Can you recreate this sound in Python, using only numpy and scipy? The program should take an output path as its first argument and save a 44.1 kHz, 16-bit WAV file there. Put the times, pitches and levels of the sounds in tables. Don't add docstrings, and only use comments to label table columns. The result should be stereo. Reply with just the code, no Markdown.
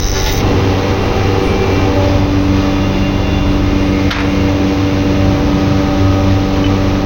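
import sys
import numpy as np
from scipy import signal
from scipy.fft import rfft, irfft
from scipy.io import wavfile
from scipy.ndimage import uniform_filter1d, minimum_filter1d

SR = 44100
rng = np.random.default_rng(int(sys.argv[2]) if len(sys.argv) > 2 else 0)


def unload_wav(signal):
    wavfile.write(
        sys.argv[1],
        SR,
        np.round(np.clip(np.atleast_2d(signal).T, -1, 1) * 32767).astype(np.int16),
    )


N = 310930
TIME = np.arange(N) / SR

# t/s, f/Hz
HEAD_SPEED = [(0, 96.08), (.38, 96.1), (.6, 96.3), (4, 96.35), (5.5, 96.45), (7.05, 96.3)]
# t/s, cover/0-1
PLANK_COVER = [(.45, 0.98), (.6, 0.86), (.85, 0.6), (1.1, 0.8), (1.35, 0.93), (1.7, 1), (2, 0.44),
               (2.3, 0.3), (2.6, 0.03)]
# t/s, right-ear delay/ms, beam level/dB
ASPECT = [(2.1, .05, 2.5), (2.35, 0.058, -4.5), (2.7, 0.24, 1), (3.25, 0.22, -3.5), (3.9, 0.26, -1),
          (5.2, 0.35, 1), (6.2, 0.13, 0), (7.05, 0.19, -0.5)]
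# f/Hz, coherence/0-1
COHERENCE = [(25, 0.13), (70, 0.56), (300, 0.78), (600, 0.35), (1100, 0.064), (2500, 0.13), (5000, 0.043),
             (16000, 0.21)]
# f/Hz, level/dB
WOOD_SPECTRUM = [(250, -22), (650, -3), (1100, -2.5), (1700, -1.5), (2400, 0.5), (3000, -14), (3700, -22),
                 (4800, -32), (6400, -32), (7500, -44), (16000, -45)]
# f/Hz, level/dB
SPRAY_SPECTRUM = [(2000, -8), (6500, 1.5), (7500, -20.5), (9500, -17), (12000, -11.5), (13600, -12),
                  (15500, 5.5), (16000, 2)]


def from_db(db):
    return 10 ** (np.asarray(db) / 20)


def unit_rms(x):
    return x / np.sqrt(np.mean(x ** 2) + 1e-20)


def in_time(rows):
    t_s, *columns = np.transpose(rows)
    return [np.interp(TIME, t_s, column) for column in columns]


def envelope(levels, trim_db=0):
    return from_db(in_time(levels)[0] + trim_db)


def at_hz(points, hz):
    f_hz, value = np.transpose(points)
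    return np.interp(np.log(np.maximum(hz, 1)), np.log(f_hz), value)


def drift(rate_hz):
    hop, settle = 40, 2000
    pole = np.exp(-2 * np.pi * rate_hz * hop / SR)
    slow = signal.lfilter([1], [1, -2 * pole, pole * pole], rng.standard_normal(N // hop + settle + 2))
    slow = unit_rms(slow[settle:])
    return np.interp(np.arange(N) / hop, np.arange(len(slow)), slow)


def pan_gains(hz):
    # f/Hz, left minus right/dB
    balance = [(25, -4.5), (120, 2.5), (300, -1), (600, 2.5), (1200, 1.5), (2500, 0), (5000, 3),
               (9000, 2.5), (15000, -5)]
    return from_db(at_hz(balance, hz) * np.array([[.5], [-.5]]))


def coloured(pair, spectrum):
    hz = np.arange(N // 2 + 1) * SR / N
    alike = at_hz(COHERENCE, hz)
    mid, side = rfft(pair)
    stereo = np.sqrt(1 + alike) * mid + np.sqrt(1 - alike) * side * [[1], [-1]]
    return unit_rms(irfft(stereo * pan_gains(hz) * from_db(at_hz(spectrum, hz)), N))


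def noise(spectrum):
    return coloured(rng.standard_normal((2, N)), spectrum)


def resonance(hz, width_hz):
    b, a = signal.iirpeak(hz, hz / width_hz, fs=SR)
    return unit_rms(signal.lfilter(b, a, signal.lfilter(b, a, rng.standard_normal((2, N)))))


def tone(phase, hz, flutter, flutter_hz, spread, sway_db=0.2):
    shared = 1 + flutter * (drift(flutter_hz) + 1j * drift(flutter_hz))
    diffuse = np.sqrt(1 - at_hz(COHERENCE, hz)) * np.array([[1], [-1]])
    sway = from_db(sway_db * diffuse * drift(1.0))
    skew_rad = 1.33 * spread * diffuse * drift(0.8)
    carrier = np.exp(1j * (phase + skew_rad + 2 * np.pi * rng.random()))
    return unit_rms(np.real(shared * sway * carrier) * pan_gains(hz))


def burst_power(start_s, db, t60_s, attack_s=.002):
    age_s = np.maximum(TIME - start_s, 0)
    attack = np.minimum(age_s / attack_s, 1)
    return (attack * from_db(db) * np.exp(-np.log(1000) * age_s / t60_s)) ** 2


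def half_open(peak_cover=0.43, cover_width=0.13):
    cover, = in_time(PLANK_COVER)
    return np.exp(-((cover - peak_cover) / cover_width) ** 2)


def from_the_left(x):
    delay_s = in_time(ASPECT)[0] / 1000
    return np.array([x[0], np.interp(TIME - delay_s, TIME, x[1])])


def rumble():
    # t/s, level/dB
    swell = [(4.8, -55), (5.25, -17.5), (5.85, -21.5), (6.4, -57)]
    return envelope(swell) * resonance(hz=134, width_hz=83)[0]


def drive():
    # f/Hz, relative level/dB
    drive_lines = [(24, -21.5), (33.3, -5), (48.4, -7), (69.5, -20.5), (73.3, -6), (121, -21),
                   (144.5, -11.5), (311, -14.5), (348.6, -16.5), (623, -19.5)]
    # t/s, level/dB
    shake = [(.3, -11), (.75, -28), (1.1, -17.5), (2.2, -17.5), (3.4, -13), (4.7, -19.5), (5.3, -13.5),
             (5.9, -17.5), (7.05, -17.5)]
    lines = sum(from_db(db) * tone(2 * np.pi * hz * TIME, hz, flutter=0.1, flutter_hz=3.1, spread=0.99)
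                for hz, db in drive_lines)
    return envelope(shake, trim_db=-.3) * lines


def whine(hz, orders, levels, wobble_hz, surge_db=3.0, cage_hz=6.9):
    phase = 2 * np.pi * np.cumsum(hz + wobble_hz * drift(2.4)) / SR
    lines = sum(from_db(db) * tone(k * phase, k * hz, flutter=0.2, flutter_hz=22, spread=0.22, sway_db=3.5)
                for k, db in orders)
    surge = from_db(surge_db * np.sin(2 * np.pi * cage_hz * TIME + drift(5.3)))
    return envelope(levels) * surge * lines


def bearing_whistle(hz, levels, halo_db, halo_hz, halo_width_hz):
    line = tone(2 * np.pi * hz * TIME, hz, flutter=0.095, flutter_hz=13, spread=0.25, sway_db=4)
    return envelope(levels) * (line + from_db(halo_db) * resonance(halo_hz, halo_width_hz))


def bearings(front_hz=391.4, rear_hz=348.7):
    # order, relative level/dB
    front_orders = [(4, -12.5), (5, -6), (7, -1.5), (8, -8)]
    rear_orders = [(5, -4.5), (6, -2), (7, -0.5), (14, -7)]
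    # t/s, level/dB
    front_whine = [(0, -37), (.8, -36), (1.7, -35), (1.95, -37), (2.6, -52)]
    rear_whine = [(1.8, -49), (2.1, -40), (2.5, -41), (2.75, -40), (3.15, -40), (3.5, -46), (3.7, -39),
                  (5.2, -44), (5.5, -61)]
    # t/s, level/dB
    front_line = [(.5, -48), (1.12, -37), (1.25, -31.5), (1.4, -47), (1.5, -30), (1.75, -31), (1.84, -31),
                  (1.93, -61), (2.4, -64)]
    rear_line = [(.5, -47), (1.05, -39), (1.4, -40), (1.9, -48), (2.3, -46), (2.6, -41), (2.85, -33),
                 (3.45, -33.5), (3.65, -39), (3.82, -35), (4, -40), (4.45, -37), (4.7, -41), (5.2, -37),
                 (5.35, -55)]
    upper_line = [(1.6, -53), (2.1, -41.5), (2.45, -45), (2.75, -38), (3.1, -41), (3.35, -34), (3.52, -39),
                  (3.65, -50), (5.2, -48), (5.5, -60)]
    front = whine(front_hz, front_orders, front_whine, wobble_hz=0.344)
    rear = whine(rear_hz, rear_orders, rear_whine, wobble_hz=0.297)
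    front += bearing_whistle(6 * front_hz, front_line, halo_db=-12.5, halo_hz=2420, halo_width_hz=40)
    rear += bearing_whistle(8 * rear_hz, rear_line, halo_db=-2.5, halo_hz=2776, halo_width_hz=32)
    top_hz = 10 * rear_hz
    upper = tone(2 * np.pi * top_hz * TIME, top_hz, flutter=0.19, flutter_hz=13, spread=0.28, sway_db=2.5)
    return front + rear + envelope(upper_line) * upper


def air_whistle(half_open_db=-34):
    # t/s, level/dB
    gap_level = [(.35, -50), (.5, -38), (.85, -47), (1.15, -49), (1.35, -35), (1.9, -35), (2.5, -53)]
    # f/Hz, width/Hz, level/dB
    table_modes = [(3024, 50, -48.5), (3590, 28, -47.5), (5350, 70, -50.5)]
    gap = (envelope(gap_level) + from_db(half_open_db) * half_open()) * resonance(hz=836, width_hz=16)
    return gap + sum(from_db(db) * resonance(hz, width_hz) for hz, width_hz, db in table_modes)


def air_roar(turn_rad, free_db=-18, trapped_db=-22, treble_db=-24.5):
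    # f/Hz, level/dB
    roar_spectrum = [(15, -29.5), (40, -2), (100, 6.5), (135, -1.5), (260, -0.5), (400, -3.5), (540, -4),
                     (680, -11), (900, -9.5), (1250, -11.5), (1600, -25), (4000, -61.5)]
    gap_spectrum = [(100, 2.5), (170, -1.5), (270, -2), (350, -6), (430, 0.5), (540, -7), (660, -12.5),
                    (750, -8), (810, -3), (900, -12.5), (1200, -11), (1600, -41), (4000, -56.5)]
    # f/Hz, level/dB
    treble_spectrum = [(300, -9.5), (1100, -0.5), (1500, 0), (2300, 1), (2800, -1.5), (3300, -4),
                       (4200, -4), (4750, -10), (4950, -5), (5150, -8.5), (5900, -7.5), (6600, -15.5),
                       (7300, -38.5), (13800, -30), (15000, -23), (16000, -19)]
    # t/s, level/dB
    rush_level = [(.37, -50), (.42, -21), (.53, -15.5), (.62, -22), (.72, -46)]
    cover, = in_time(PLANK_COVER)
    boost_db = 8.5 * cover
    swing_db = 0.5 * cover + 0.4 * in_time(ASPECT)[1]
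    puffs = 1 + 0.091 * np.cos(turn_rad) + 0.067 * np.sin(2 * turn_rad) - 0.13 * np.cos(3 * turn_rad)
    free = np.sqrt(1 - cover) * from_db(free_db + boost_db) * noise(roar_spectrum)
    trapped = np.sqrt(cover) * from_db(trapped_db + boost_db) * noise(gap_spectrum)
    hiss_and_sizzle = from_db(treble_db + swing_db + .5 * drift(5.5)) * noise(treble_spectrum)
    rush = envelope(rush_level) * noise(roar_spectrum)
    return (free + trapped + rush + hiss_and_sizzle) * unit_rms(puffs)


def cutterhead(turn_rad, beam_above_hz=430):
    # t/s, level/dB
    drone_level = [(.25, -18.5), (.6, -16), (.8, -17.5), (1.13, -22), (1.27, -16), (1.4, -25),
                   (1.65, -21.5), (1.88, -17), (2.8, -20.5), (4.4, -22.5), (5.3, -16), (5.45, -32),
                   (5.8, -14), (5.95, -30), (6.02, -12), (6.35, -16.5), (6.44, -24), (6.57, -19)]
    knife_level = [(.1, -23.5), (.5, -23), (1.2, -32), (1.35, -22.5), (1.65, -35), (1.75, -21.5),
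                   (1.95, -22.5), (2.35, -15.5), (3.2, -23.5), (3.7, -16), (4.05, -17), (4.4, -18),
                   (5.6, -17.5), (7.05, -20)]
    fifth_level = [(.1, -28), (.45, -23), (.8, -26), (1.3, -23), (2, -21), (2.2, -38), (2.55, -28),
                   (3.2, -44.5), (3.95, -27), (5, -24.5), (5.6, -26), (7.05, -27.5)]
    # order, open level/dB, covered level/dB, half-open boost/dB
    overtones = [(2, -20.5, -32.5, -2), (4, -33, -21.5, 4), (6, -26, -35, 8), (7, -41.5, -43, 3.5),
                 (8, -29.5, -33.5, -1.5), (9, -37.5, -39, 4), (10, -36.5, -46, 0), (11, -43.5, -40.5, -8),
                 (12, -35.5, -53, -1.5), (13, -33, -41, -7), (14, -57, -43, -2)]
    hz = np.mean(np.array(HEAD_SPEED)[:, 1])
    cover, = in_time(PLANK_COVER)
    beam_db, ringing = in_time(ASPECT)[1], half_open()
    drone = tone(turn_rad, hz, flutter=0.17, flutter_hz=3.8, spread=0.12)
    knives = tone(3 * turn_rad, 3 * hz, flutter=0.094, flutter_hz=4.2, spread=0.059)
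    fifth = tone(5 * turn_rad, 5 * hz, flutter=0.26, flutter_hz=7.4, spread=0.32)
    out = envelope(drone_level, trim_db=1.5) * drone
    out += envelope(knife_level, trim_db=1.8) * knives
    out += envelope(fifth_level) * fifth
    for k, open_db, covered_db, ring_db in overtones:
        level_db = open_db + cover * (covered_db - open_db) + ringing * ring_db
        level_db += beam_db * (k * hz > beam_above_hz)
        line = tone(k * turn_rad, k * hz, flutter=0.28, flutter_hz=6.9, spread=0.14, sway_db=2.5)
        out += from_db(level_db) * line
    return out


def handling():
    # t/s, half length/s, level/dB
    swishes = [(1.04, .05, -53), (1.47, .06, -47), (2.44, .05, -55), (3.52, .06, -55), (3.877, .1, -54),
               (4.294, .07, -54)]
    # t/s, level/dB
    rub_level = [(3.55, -65), (3.68, -36), (3.9, -35.5), (3.98, -28), (4.1, -34), (4.5, -32.5), (4.65, -75)]
    swish = sum(from_db(db) * np.exp(-((TIME - t_s) / half_s) ** 2) for t_s, half_s, db in swishes)
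    rub = envelope(rub_level) * resonance(hz=2143, width_hz=210)
    tick = np.sqrt(burst_power(start_s=4.203, db=-34, t60_s=.025))
    return swish * resonance(hz=9450, width_hz=4200) + rub + tick * resonance(hz=9700, width_hz=620)


def timber_clicks(scuff_db=-7, scuff_t60_s=0.052, attack_s=.001):
    # t/s, level/dB
    clicks = [(6.641, -10), (6.648, -18), (6.663, -15), (6.949, -18)]
    # f/Hz, relative level/dB, t60/s
    modes = [(2070, -20, .05), (2600, -6, 0.076), (3000, -8, 0.086), (3030, -8, 0.065), (3770, -12, .05)]
    scuff_power = sum(burst_power(t_s, db + scuff_db, scuff_t60_s) for t_s, db in clicks)
    out = np.sqrt(scuff_power) * noise(WOOD_SPECTRUM)
    age_s = TIME[:SR // 12]
    attack = np.minimum(age_s / attack_s, 1)
    for t_s, db in clicks:
        start = int(t_s * SR)
        for hz, mode_db, t60_s in modes:
            ring = np.sin(2 * np.pi * (hz * age_s + rng.random((2, 1))))
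            decay = np.exp(-np.log(1000) * age_s / t60_s)
            out[:, start:start + len(age_s)] += from_db(db + mode_db) * attack * decay * ring
    return out


def plank_drop(crack_t60_s=0.14, room_db=-17, room_t60_s=0.42):
    # t/s, crack level/dB, ring level/dB, ring t60/s
    impacts = [(4.104, -5, -5, 0.16), (4.109, 0, -8, 0.28), (4.127, -16, -18, .12), (4.146, -12, -13, .12),
               (4.16, -13, -9, 0.19), (4.184, -16.5, -9, 0.13), (4.203, -17, -12, .1),
               (4.254, -30, -27, 0.08)]
    # f/Hz, level/dB
    snap_spectrum = [(250, -29), (1500, -3), (2800, -2), (3700, 12), (5000, -5), (7500, -27), (10000, -21),
                     (15000, -17), (16000, -28)]
    crack_spectrum = [(250, -25), (800, -12), (1300, 8), (2300, -1), (3000, 0), (3700, 1), (4800, -5.5),
                      (6400, -10.5), (7500, -41), (16000, -42)]
    snap = burst_power(start_s=4.11, db=1, t60_s=0.036)
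    crack = sum(burst_power(t_s, db, crack_t60_s) for t_s, db, _, _ in impacts)
    ring = sum(burst_power(t_s, db, t60_s) + burst_power(t_s, db + room_db, room_t60_s)
               for t_s, _, db, t60_s in impacts)
    layers = (snap, snap_spectrum), (crack, crack_spectrum), (ring, WOOD_SPECTRUM)
    return sum(np.sqrt(power) * noise(spectrum) for power, spectrum in layers)


def splinters(t60_s=.012):
    # t/s, level/dB
    snaps = [(.174, -11), (.229, -10), (.271, -9), (.335, -10), (.369, -5), (.387, -11), (.396, -14)]
    return np.sqrt(sum(burst_power(t_s, db, t60_s) for t_s, db in snaps)) * noise(SPRAY_SPECTRUM)


def bites(turn_rad, decay_turns, repeat, sustain, uneven_db, scatter_turns=0.01, strike_turns=.22):
    cycle = turn_rad / (2 * np.pi) % 1
    period = int(SR / HEAD_SPEED[0][1])
    repeated = rng.standard_normal((2, period))[:, (cycle * period).astype(int) % period]
    fibres = np.sqrt(repeat) * repeated + np.sqrt(1 - repeat) * rng.standard_normal((2, N))
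    age_turns = (cycle - strike_turns + scatter_turns * drift(40)) % 1
    return fibres * (np.exp(-age_turns / decay_turns) + sustain) * from_db(uneven_db * drift(60))


def buzz(phase, spectrum, top_order, scatter_rad, uneven_db=1.7, size=2048):
    orders = np.arange(3, top_order + 1)[:, None, None]
    grid = 2 * np.pi * np.arange(size) / size
    one_cycle = np.cos(orders * grid + 2 * np.pi * rng.random((len(orders), 2, 1))).sum(axis=0)
    rough_phase = phase + scatter_rad * drift(45)
    pair = [np.interp(rough_phase, grid, side, period=2 * np.pi) for side in one_cycle]
    return coloured(pair, spectrum) * from_db(uneven_db * drift(50))


def cut(turn_rad, grain_scatter_rad=.009):
    # t/s, shear level/dB, chip level/dB, spray level/dB
    cut_levels = [(0, -7.5, -19.5, -46), (.125, -8.5, -30, -48), (.17, -14, -15, -36), (.235, -9, -16, -19),
                  (.28, -26, -7.5, -14), (.335, -18, -19, -13), (.385, -16, -22, -16.5),
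                  (.405, -34, -16, -41), (.45, -58, -58, -70)]
    # t/s, level/dB
    buzz_level = [(.11, -30), (.165, -18), (.23, -23), (.28, -13), (.33, -28), (.39, -38), (.45, -70)]
    chatter_level = [(0, -23), (.115, -35), (.16, -5.5), (.2, -17), (.24, -16), (.3, -20), (.36, -29),
                     (.42, -65)]
    # f/Hz, level/dB
    shear_spectrum = [(600, -14), (2000, -5), (3300, -14.5), (3880, 3), (4250, -10.5), (5400, 3.5),
                      (6050, 5.5), (6600, -12), (7500, -36), (13500, -22.5), (15000, -26.5), (16000, -2)]
    chip_spectrum = [(200, -12), (450, -1), (850, -1), (1300, -7), (1700, -6.5), (2050, 4.5), (2400, -2),
                     (3000, -5.5), (3900, 2.5), (4500, -6), (6000, -1), (6700, -16.5), (7500, -35.5),
                     (16000, -17.5)]
    buzz_spectrum = [(865, 8.5), (1150, -3.5), (1730, -2.5), (2020, -5.5), (2300, -11), (2600, -1.5),
                     (2900, -10.5), (3900, -6), (4400, -9), (4950, -11), (5600, -7), (6100, -8.5)]
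    chatter_spectrum = [(290, 5.5), (385, 8), (480, 3.5), (577, 0.5), (670, -13), (770, -4.5),
                        (1000, -11.5), (1440, -2), (1540, -9.5), (1730, -1.5), (1950, -13), (2210, -5.5),
                        (3200, -16.5), (3850, -10.5), (4200, -13), (4450, -6.5), (4700, -2), (4820, -10.5),
                        (5000, -4), (5200, -11.5), (6050, 1.5), (6350, -15.5), (7000, -19.5)]
    shear_db, chip_db, spray_db = in_time(cut_levels)
    shear = bites(turn_rad, decay_turns=0.11, repeat=0.61, sustain=0.15, uneven_db=2.0)
    chips = bites(turn_rad, decay_turns=0.92, repeat=0.42, sustain=0.86, uneven_db=2.0)
    knives = buzz(3 * turn_rad, buzz_spectrum, top_order=21, scatter_rad=3 * grain_scatter_rad)
    chatter = buzz(turn_rad, chatter_spectrum, top_order=72, scatter_rad=grain_scatter_rad)
    spray = bites(turn_rad, decay_turns=0.3, repeat=.1, sustain=0.28, uneven_db=6.0)
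    return (from_db(shear_db) * coloured(shear, shear_spectrum)
            + from_db(chip_db) * coloured(chips, chip_spectrum)
            + envelope(buzz_level) * knives
            + envelope(chatter_level) * chatter
            + from_db(spray_db) * coloured(spray, SPRAY_SPECTRUM))


def scene():
    turn_rad = 2 * np.pi * np.cumsum(in_time(HEAD_SPEED)[0]) / SR
    hum = from_the_left(cutterhead(turn_rad))
    machine = hum + drive() + bearings() + air_roar(turn_rad) + air_whistle()
    wood = cut(turn_rad) + splinters() + plank_drop() + timber_clicks() + handling()
    return machine + wood + rumble()


def gain_control(x, threshold_db=-19.5, slope=.62, release_db_per_s=90, ahead_s=.001,
                 sense_hz=1000, bass_hz=75):
    treble = signal.sosfilt(signal.butter(2, sense_hz, "high", fs=SR, output="sos"), x)
    power = uniform_filter1d(np.mean(treble ** 2, axis=0), size=500)
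    over_db = np.maximum(10 * np.log10(np.maximum(power, 1e-12)) - threshold_db, 0)
    ramp_db = release_db_per_s * TIME
    held_db = np.maximum.accumulate(slope * over_db + ramp_db) - ramp_db
    gain = from_db(-np.interp(TIME + ahead_s, TIME, held_db))
    bass = signal.sosfiltfilt(signal.butter(4, bass_hz, fs=SR, output="sos"), x, padtype="even")
    return bass + gain * (x - bass)


def limiter(x, window_samples=120):
    gain = 1 / np.maximum(np.abs(x), 1)
    return x * uniform_filter1d(minimum_filter1d(gain, window_samples), window_samples)


def record(dry):
    top_cut = signal.cheby1(12, .3, 15900, fs=SR, output="sos")
    return signal.sosfilt(top_cut, limiter(gain_control(dry)))


dry = scene()
out = record(dry)
unload_wav(out)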